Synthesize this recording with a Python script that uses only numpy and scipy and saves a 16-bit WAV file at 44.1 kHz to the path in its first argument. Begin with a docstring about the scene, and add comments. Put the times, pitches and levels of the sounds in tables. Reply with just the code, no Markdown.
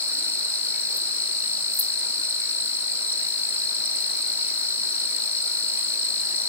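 """A tree cricket trills close on the left in a sunny meadow, heard by two close microphone ports.
Each wing stroke draws a scraper along a file: a short tone that swells and sinks in pitch.
Other tree crickets, ground crickets and raspy katydids sing further off. A nearby katydid scrapes
two short runs of ticks, the second loud, then a few faint single ones. Behind them lie the blurred
chorus of the field, a wash of air, faint far calls, a whine and a hum."""
import sys
import numpy as np
from scipy import signal
from scipy.io import wavfile
from scipy.ndimage import uniform_filter1d

SR = 44100
rng = np.random.default_rng(int(sys.argv[2]) if len(sys.argv) > 2 else 0)


def wav_out(sig):
    """Save sig, one row per channel (or a flat mono array), as 16-bit PCM at SR to the path in sys.argv[1]."""
    wavfile.write(sys.argv[1], SR, np.round(np.clip(np.atleast_2d(sig).T, -1, 1) * 32767).astype(np.int16))


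N = 285768
TIME = np.arange(N) / SR


def soloists():
    """The near tree cricket and the other insects that stand out of the chorus, each from its side."""
    # one voice a row, the near cricket first: (wing pitch [Hz], fall per stroke [Hz],
    # sounding share of the beat [0-1], rasp [0-1], rasp width [Hz], phase drift per stroke [turns],
    # unevenness [dB], left [dB], right [dB], right phase lead [rad])
    voices = [(4318, 170, .53, .006, 150, .18, .4, -17.2, -34, -2.3),
              (4140, 230, .62, .08, 150, .3, 1, -40, -31, -2.4),
              (8500, 440, .4, .15, 200, .4, 1.5, -34, -24.7, -1.7),
              (4765, 150, .62, .03, 150, .22, .8, -31.5, -31.5, -2.0),
              (5520, 80, .55, .4, 200, .4, 2, -39, -46, 3.0), (5500, 80, .6, .6, 200, .5, 5, -46, -37, 3.0),
              (12980, 60, .5, .5, 200, .4, 2, -48, -63, .3),
              (14800, 30, .2, .95, 2200, .5, 2, -60, -48, .3),
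              (15300, 30, .17, .95, 1800, .5, 2, -49, -62, .3)]
    # each voice's steady tempo: (rate [strokes/s])
    tempos = [54.25, 53.15, 19.3, 69.42, 71.65, 28.25, 60, 45.02, 48.2]
    # its slow sway: (mean lead [strokes], sway [strokes], period [s], moment furthest ahead [s])
    sways = [(-.305, .05, 4.8, 1.6), (.48, .02, 3, 2), (.41, .22, 7.5, 2.9), (.33, .1, 3.9, 4.2),
             (-.15, .2, 5, 4.6), (-.3, .25, 6, 5), (0, .1, 4, 1), (.5, .03, 3, 3), (-.05, .12, 5, 2.7)]
    # the near cricket's slight crescendo: (time [s], level [dB])
    crescendo = [(0.0, 0), (6.48, 1)]
    third_harmonic_db, ground_echo_s, ground_echo_db = -35, .006, -12
    out = np.zeros((2, N))
    for k, (voice, rate, (lead, sway, period, furthest)) in enumerate(zip(voices, tempos, sways)):
        *wing, left_db, right_db, right_lead = voice
        ahead = lead + sway * np.cos(2 * np.pi * (TIME - furthest) / period)
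        envelope, phase = trill(rate, ahead, *wing)
        song = envelope * np.exp(1j * phase)
        if k == 0:
            song += gain_of(third_harmonic_db) * envelope * np.exp(3j * phase)
            song += gain_of(ground_echo_db) * np.roll(song, round(ground_echo_s * SR))
            song *= gain_of(curves(crescendo)[0])
        out[0] += gain_of(left_db) * song.real
        out[1] += gain_of(right_db) * (song * np.exp(1j * right_lead)).real
    return out


def trill(rate, ahead, hz, fall_hz, share, rasp, rasp_hz, drift, uneven_db):
    """Each wing stroke swells, sinks in pitch and stops short; returns envelope and phase."""
    beat = rate * TIME + ahead + .66 * share + 2  # loudest near the whole beat
    stroke = beat.astype(int)
    along = (beat - stroke) / share
    slip, force = rng.standard_normal((stroke.max() + 1, 2)).T
    swell = np.sin(np.pi * np.clip(along, 0, 1) ** 2.37) ** .53
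    swell *= gain_of(uneven_db * force)[stroke]
    swell = uniform_filter1d(swell, size=45)  # the wing rings up and down in about a millisecond
    # the scraper starts afresh each stroke and slows along the file
    turns = share / rate * (hz * along - fall_hz * along ** 2 / 2) + drift * np.cumsum(slip)[stroke]
    grain = np.sqrt(1 - rasp) + np.sqrt(rasp) * flutter(rasp_hz)
    return swell * grain, 2 * np.pi * turns


def katydid():
    """Uneven file teeth click into the wing's short modes; the leaves throw back a brief tail."""
    # wing scrapes: (time [s], force [dB], left minus right [dB])
    scrapes = [(.918, -47, 0), (.940, -41, 4), (.9635, -34.5, 3), (1.7145, -41, 0), (1.7375, -36, -3),
               (1.760, -33, -1), (1.7875, -21.5, 1.5), (3.277, -45, 0), (3.999, -45, 0), (5.25, -46, 0),
               (5.801, -45, 0), (6.285, -46, 0)]
    # wing resonances, lowest first: (pitch [Hz], width [Hz], left [dB], right [dB])
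    wing_modes = [(10650, 700, -1, -11), (11970, 570, 3, 2), (12860, 600, 2, -8), (14300, 1100, -9, 6.5),
                  (15600, 700, -9, -11)]
    full_db, full_s, teeth_per_s = -21.5, .016, 3000
    push, low_push = np.zeros((2, 2, N))
    for start, db, pan_db in scrapes:
        # a harder scrape lasts longer and sets the two lowest modes ringing more
        along = (TIME - start) / (full_s + .00015 * (db - full_db))
        envelope = np.clip(np.minimum(along / .5, (1.05 - along) / .15), 0, 1)
        stroke = gain_of([[db + pan_db / 2], [db - pan_db / 2]]) * envelope
        push += stroke
        low_push += stroke * gain_of(.7 * (db - full_db))
    jitter = unit_rms(uniform_filter1d(rng.standard_normal(N), size=20))
    teeth_passed = np.cumsum(teeth_per_s * (1 + .35 * jitter)) / SR
    clicks = (np.diff(np.floor(teeth_passed), prepend=0) > 0) * gain_of(1.6 * rng.standard_normal(N))
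    t = np.arange(200) / SR
    rings = [gain_of([[left_db], [right_db]]) * np.exp(-np.pi * width * t) * np.sin(2 * np.pi * hz * t)
             for hz, width, left_db, right_db in wing_modes]
    low_ring = signal.oaconvolve(low_push * clicks, sum(rings[:2]), axes=1)
    high_ring = signal.oaconvolve(push * clicks, sum(rings[2:]), axes=1)
    ticks = off_leaves((low_ring + high_ring)[:, :N])
    # a wing this small radiates no low tones
    return signal.sosfilt(signal.butter(6, 9200, "high", fs=SR, output="sos"), ticks)


def off_leaves(direct, wet_db=-5):
    """Adds the scatter from the leaves: a quick splash and a fainter, longer tail."""
    t = np.arange(9000) / SR
    decay = gain_of(-60 * t / .1) + gain_of(-16 - 60 * t / .53)
    tail = rng.standard_normal((2, len(t))) * decay * (t > .002)
    tail /= np.linalg.norm(tail[0])
    return direct + gain_of(wet_db) * signal.oaconvolve(direct, tail, axes=1)[:, :N]


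def ground_crickets(count):
    """Unsynchronised trills at middle distance on both sides; the highest are faintest."""
    # the group: (lowest [Hz], highest [Hz], slowest [strokes/s], fastest [strokes/s], base level [dB])
    group = (7905, 9199, 17, 21, -37)
    low_hz, high_hz, slow, fast, base_db = group
    out = np.zeros((2, N))
    for k, (pace, ahead) in enumerate(rng.random((count, 2))):
        height = k / (count - 1)
        envelope, phase = trill(slow + pace * (fast - slow), ahead, low_hz + height * (high_hz - low_hz),
                                fall_hz=400, share=.4, rasp=.55, rasp_hz=250, drift=.5, uneven_db=2)
        song = gain_of(base_db - 6.4 * abs(height - .35)) * envelope * np.exp(1j * phase)
        side_db = 3 * (-1) ** k
        out += [gain_of(side_db) * song.real, gain_of(-side_db) * (song * np.exp(-1.7j)).real]
    return out


def chorus_and_air():
    """Countless far insects blur into two bands over a wash of air."""
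    # spectra of the three beds: (frequency [Hz], left [dB/Hz], right [dB/Hz],
    # left-right likeness [0-1], right phase lead [rad])
    low_chorus = [(1500, -125, -125, .3, 4), (3300, -92, -92, .3, 4), (3700, -78, -78, .4, 4),
                  (3950, -71, -65, .5, 3.9), (4200, -64, -62, .5, 4), (4450, -69, -71, .5, 4),
                  (4670, -64, -64, .7, 4.2), (4950, -69, -68, .3, 3.6), (5500, -70, -68, .5, 3.1),
                  (5750, -76, -76, .3, 3.1), (5950, -84, -85, .2, 3), (6250, -93, -95, .2, 3)]
    high_chorus = [(5000, -130, -130, .2, 2.7), (6100, -100, -108, 0.18, 2.7), (7260, -76, -84, 0.32, 2.6),
                   (7800, -68, -66.5, 0.64, 4.3), (8310, -62, -63, 0.35, 4.76),
                   (8564, -70, -65.5, 0.68, 4.4), (9030, -71.5, -75.5, 0.55, 4.75),
                   (9140, -76, -95, .3, 3.5), (9300, -100, -100, .2, 3)]
    air = [(25, -94, -94, .95, 0), (90, -94, -94, .9, .1), (154, -86.5, -87, .78, .5),
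           (302, -77.5, -78.5, .66, 1.7), (640, -73.5, -76, .7, 2.4), (1100, -76, -79, .58, 2.4),
           (2700, -80, -82.5, .2, 2.2), (6500, -94, -83.5, .1, 2.9), (10100, -92, -92.5, .2, 5.7),
           (10300, -84.5, -88.5, .2, 5.8), (13900, -89, -91, .2, 5.9), (16000, -84, -82.5, .2, 4.9)]
    # slow gain rides on top: (time [s], low chorus [dB], high chorus [dB], air [dB])
    rides = [(0, 3, -1, 0.5), (1.4, 2, 0, 0), (2.8, 1.5, 0.5, 0), (4.2, 2.5, -1.5, 1), (5.4, 3, 0, .7),
             (6.48, 2.5, 0.1, 0.5)]
    low_db, high_db, air_db = curves(rides)
    chorus = noise_bed(low_chorus, low_db, patchy_db=1.52) + noise_bed(high_chorus, high_db, patchy_db=.5)
    return chorus + noise_bed(air, air_db, patchy_db=1.5)


def noise_bed(spectrum, ride_db, patchy_db):
    """Shaped hiss with drifting patches; the right port shares a phase-shifted part of the left."""
    hz, frames = np.fft.rfftfreq(1024, 1 / SR), N // 256 + 5
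    knots_hz, *columns = np.transpose(spectrum)
    left_db, right_db, likeness, lead = (
        np.interp(np.log(hz + 1), np.log(knots_hz + 1), column)[:, None] for column in columns)
    a, b, c, d, patches = rng.standard_normal((frames, len(hz), 5)).T
    patches = unit_rms(uniform_filter1d(uniform_filter1d(patches, size=8, axis=0), size=8, axis=1))
    left, unshared = a + 1j * b, c + 1j * d
    right = likeness * np.exp(1j * lead) * left + np.sqrt(1 - likeness ** 2) * unshared
    spectra = np.array([left, right]) * gain_of(np.array([left_db, right_db]) + patchy_db * patches)
    hiss = signal.istft(spectra, nperseg=1024, noverlap=768)[1][:, :N]
    left_power = np.sum(gain_of(left_db) ** 2) * hz[1]
    return hiss * np.sqrt(left_power / np.mean(hiss[0] ** 2)) * gain_of(ride_db)


def far_calls():
    """Short fuzzy tones that swell and fade in the distance."""
    # faint calls: (time [s], length [s], pitch [Hz], width [Hz], left [dB], right [dB])
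    calls = [(0, .45, 310, 190, -51, -54), (.9, .3, 330, 150, -53, -54), (.69, .12, 2220, 22, -53, -48),
             (.76, .16, 1700, 40, -57, -57), (2.38, .14, 2200, 30, -56, -56)]
    out = np.zeros((2, N))
    for start, length, hz, width, left_db, right_db in calls:
        swell = np.sin(np.pi * np.clip((TIME - start) / length, 0, 1))
        out += gain_of([[left_db], [right_db]]) * swell * tone(hz, flutter(width))
    return out


def whine():
    """A faint fuzzy tone to the left that rises quickly in bouts and fades through each."""
    # bouts of whining: (time [s], length [s], level before fade and pan [dB])
    bouts = [(.06, 0.94, -56.5), (2.15, 0.94, -55.5), (4.2, 0.62, -61), (4.852, 0.48, -58), (5.4, .3, -53),
             (5.816, 0.13, -53)]
    edge_s, fade_db, rest_db = .06, -9.5, -67
    level = np.full(N, gain_of(rest_db))
    for start, length, db in bouts:
        since = TIME - start
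        edges = np.clip(np.minimum(since, length - since) / edge_s, 0, 1)
        level += edges * gain_of(db + fade_db * np.clip(since / length, 0, 1))
    return level * gain_of([[4], [-3]]) * tone(hz=1443, envelope=flutter(width_hz=90))


def hum():
    """A faint, low, wavering tone in the centre."""
    return gain_of(-68.5) * tone(hz=173, envelope=1 + .53 * flutter(width_hz=18))


def tone(hz, envelope):
    """A sine whose level and phase follow a complex envelope."""
    return (envelope * np.exp(2j * np.pi * hz * TIME)).real


def flutter(width_hz):
    """Complex noise that wanders within a given bandwidth."""
    pole = np.exp(-np.pi * width_hz / SR)
    real, imag = rng.standard_normal((2, N))
    return unit_rms(signal.lfilter([1], [1, -2 * pole, pole * pole], real + 1j * imag))


def curves(rows):
    """Joins timed rows by straight lines, one curve for each value column."""
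    times, *columns = np.transpose(rows)
    return [np.interp(TIME, times, column) for column in columns]


def gain_of(db):
    """Decibels to gain."""
    return 10 ** (np.asarray(db) / 20)


def unit_rms(x):
    """Scales to rms 1."""
    return x / np.sqrt(np.mean(abs(x) ** 2) + 1e-20)


def scene():
    """The whole meadow at the two ports."""
    return soloists() + ground_crickets(count=6) + chorus_and_air() + hum() + whine() + far_calls() + katydid()


def record(dry):
    """The microphone's bass cut and a steep band limit on the treble."""
    bass_cut_hz, band_limit_hz = 70, 15800
    thinned = signal.sosfilt(signal.butter(2, bass_cut_hz, "high", fs=SR, output="sos"), dry)
    lowpass = signal.firwin(1023, band_limit_hz, window=("kaiser", 9), fs=SR)
    return signal.oaconvolve(thinned, lowpass[None], "same")


dry = scene()
out = record(dry)
wav_out(out)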